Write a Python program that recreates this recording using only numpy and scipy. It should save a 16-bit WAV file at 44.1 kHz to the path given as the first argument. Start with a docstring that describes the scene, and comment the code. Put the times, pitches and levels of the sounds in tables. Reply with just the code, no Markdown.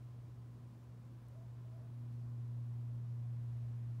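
"""A quiet garden, just above a pot of damp soil

A distant motor hums near 119 Hz and swells as it slows a little. Behind it lie thin whines
of far machinery, a low rumble and a fine hiss. Crumbs of soil tick faintly as they shift,
a few soft hoots echo from far off, and a faint rush swells towards the end."""
import sys
import numpy as np
from scipy import signal
from scipy.fft import rfft, irfft
from scipy.io import wavfile

SR = 44100
rng = np.random.default_rng(int(sys.argv[2]) if len(sys.argv) > 2 else 0)


def put_to_file(sound):
    """Save the sound as 16-bit audio at rate SR, in the file named by the first command-line argument."""
    columns = np.atleast_2d(sound).T  # one column per channel
    safe = np.clip(columns, -1, 1)
    whole_steps = np.round(safe * 32767)
    wavfile.write(sys.argv[1], SR, whole_steps.astype(np.int16))


N = 176400


def from_db(db):
    """Turn decibels into a number to multiply a sound by."""
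    return 10 ** (np.asarray(db) / 20)


def rms_one(x):
    """Scale a signal so that its average strength (rms) is 1."""
    return x / np.sqrt(np.mean(x ** 2) + 1e-20)


def in_time(rows):
    """Join (time, value) points with straight lines, giving one value per sample."""
    return np.interp(np.arange(N) / SR, *np.transpose(rows))


def drift(rate_hz):
    """A smooth random wander, about 1 in size; a higher rate makes it quicker."""
    step, warm_up = 40, 2000  # samples per random value, values skipped at the start
    decay = np.exp(-2 * np.pi * step * rate_hz / SR)
    noise = rng.standard_normal(N // step + warm_up + 2)
    smooth = signal.lfilter([1], [1, -2 * decay, decay * decay], noise)[warm_up:]
    return np.interp(np.arange(N) / step, np.arange(len(smooth)), rms_one(smooth))


def resonate(x, hz, width_hz):
    """Make a sound ring at one pitch; the narrower the width, the longer it rings."""
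    decay = np.exp(-np.pi * width_hz / SR)
    feedback = [1, -2 * decay * np.cos(2 * np.pi * hz / SR), decay * decay]
    return signal.lfilter([1, 0, -1], feedback, x + 1e-18)


def motor():
    """A far motor hums, with a weak tone an octave up; both waver on their way here."""
    # the motor's speed, heard as the pitch of its hum: t/s, f/Hz
    hum_pitch = [(0, 121.3), (.44, 119.6), (1.0, 119.7), (2.2, 119.3), (2.8, 119.0), (3.3, 118.9),
                 (4, 118.2)]
    # how loud the hum is: t/s, level/dB
    hum_level = [(0, -49.5), (.45, -52), (.75, -54), (1.25, -54), (1.55, -49), (1.85, -50.5), (1.97, -47),
                 (2.15, -45.5), (2.5, -43.5), (3.4, -42.5), (4, -43.5)]
    # how loud the octave is: t/s, level/dB
    octave_level = [(0, -77), (.3, -79.5), (.55, -68), (1.1, -70.5), (1.5, -76), (2.0, -64), (3.1, -66.5),
                    (4, -66)]
    hum_waver_db, octave_waver_db = 0.31, 0.4
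    phase = 2 * np.pi * np.cumsum(in_time(hum_pitch)) / SR
    hum = from_db(in_time(hum_level) + hum_waver_db * drift(rate_hz=5)) * np.sin(phase)
    octave = from_db(in_time(octave_level) + octave_waver_db * drift(rate_hz=5)) * np.sin(2 * phase)
    return np.sqrt(2) * (hum + octave)  # so that the levels are rms


def whines():
    """Far machinery makes thin, unsteady tones barely above the hiss."""
    # the narrow bands of noise that whine: f/Hz, width/Hz, level/dB
    tones = [(998, 4, -88), (1040, 4, -88), (2433, 8, -100), (9040, 60, -103)]
    return sum(from_db(db) * rms_one(resonate(rng.standard_normal(N), hz, width_hz))
               for hz, width_hz, db in tones)


def air():
    """Distant rumble and hiss grow very slightly; each octave flickers a little on its own."""
    # how strong the noise is from low to high: f/Hz, level/dB in a band 1 Hz wide
    spectrum = [(20, -113), (30, -101), (45, -91), (62, -81.5), (100, -83.5), (160, -84), (230, -91.5),
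                (330, -93.5), (460, -99), (650, -100.5), (820, -104), (1050, -103.7), (1400, -109),
                (2200, -115), (5000, -120.2), (12500, -127.2), (16000, -126.7)]
    flicker_db, rise_db_per_s = 0.34, 0.08
    hz = np.maximum(np.arange(N // 2 + 1) * SR / N, 1)
    points_hz, points_db = np.transpose(spectrum)
    shape = from_db(np.interp(np.log(hz), np.log(points_hz), points_db))
    noise = rfft(rng.standard_normal(N)) * np.sqrt(SR / 2) * shape
    octave = np.floor(np.log2(np.maximum(hz, 20)))
    bands = sum(irfft(noise * (octave == k), N) * from_db(flicker_db * drift(rate_hz=3.6))
                for k in np.unique(octave))
    return bands * from_db(rise_db_per_s * (np.arange(N) - N / 2) / SR)


def soil():
    """Shifting crumbs make tiny bright ticks: a few clear ones among fainter random ones."""
    # the clear ticks: t/s, peak level/dB
    ticks = [(.78, -72), (.841, -66), (.997, -68), (1.052, -66), (1.2851, -57), (1.7695, -67),
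             (2.1272, -66), (2.480, -63.5)]
    crumbs_per_s, crumb_db = 5, -77
    crumb_moves = rng.random(N) < crumbs_per_s / SR
    clicks = crumb_moves * from_db(crumb_db) * rng.standard_normal(N)
    for start, db in ticks:
        clicks[int(start * SR)] += from_db(db)
    return resonate(clicks, hz=10500, width_hz=7300)


def hoots():
    """Soft, slightly hoarse hoots slide in pitch, blurred by scattered outdoor echoes."""
    # the far hoots: start t/s, length/s, first f/Hz, last f/Hz, level/dB
    notes = [(1.294, 0.085, 595, 618, -74), (1.345, 0.11, 625, 718, -70), (1.632, .07, 650, 680, -71),
             (1.707, 0.091, 654, 642, -68.5), (1.79, 0.093, 665, 636, -70.5)]
    fade_s, hoarse_hz = 0.021, 24
    echo_s, echo_db = 0.25, -3.5  # the echoes die away by 60 dB in echo_s
    t, calls = np.arange(N) / SR, np.zeros(N)
    for start, length, from_hz, to_hz, db in notes:
        fade = np.clip(np.minimum(t - start, start + length - t) / fade_s, 0, 1)
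        slide = np.interp(t, [start, start + length], [from_hz, to_hz])
        pitch = slide + hoarse_hz * drift(rate_hz=60)
        calls += from_db(db) * fade * np.sin(2 * np.pi * np.cumsum(pitch) / SR)
    tail = rng.standard_normal(SR) * from_db(-60 * t[:SR] / echo_s)
    echoes = signal.fftconvolve(calls, tail / np.linalg.norm(tail))[:N]
    return calls + from_db(echo_db) * echoes


def rush():
    """A broad, faint rush of far-off noise swells towards the end."""
    peak_db, peak_s, spread_s = -83, 3.7, 0.6
    swell = np.exp(-((np.arange(N) / SR - peak_s) / spread_s) ** 2)
    noise = rms_one(resonate(rng.standard_normal(N), hz=1700, width_hz=1100))
    return from_db(peak_db) * swell * noise


def scene():
    """Add all the garden's sounds together in one channel."""
    return (motor() + whines() + air() + soil() + hoots() + rush())[None]


def record(dry):
    """Cut away the very highest treble with a steep filter."""
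    cutoff_hz = 15700
    return signal.sosfilt(signal.ellip(12, .1, 70, cutoff_hz, fs=SR, output="sos"), dry)


dry = scene()
out = record(dry)
put_to_file(out)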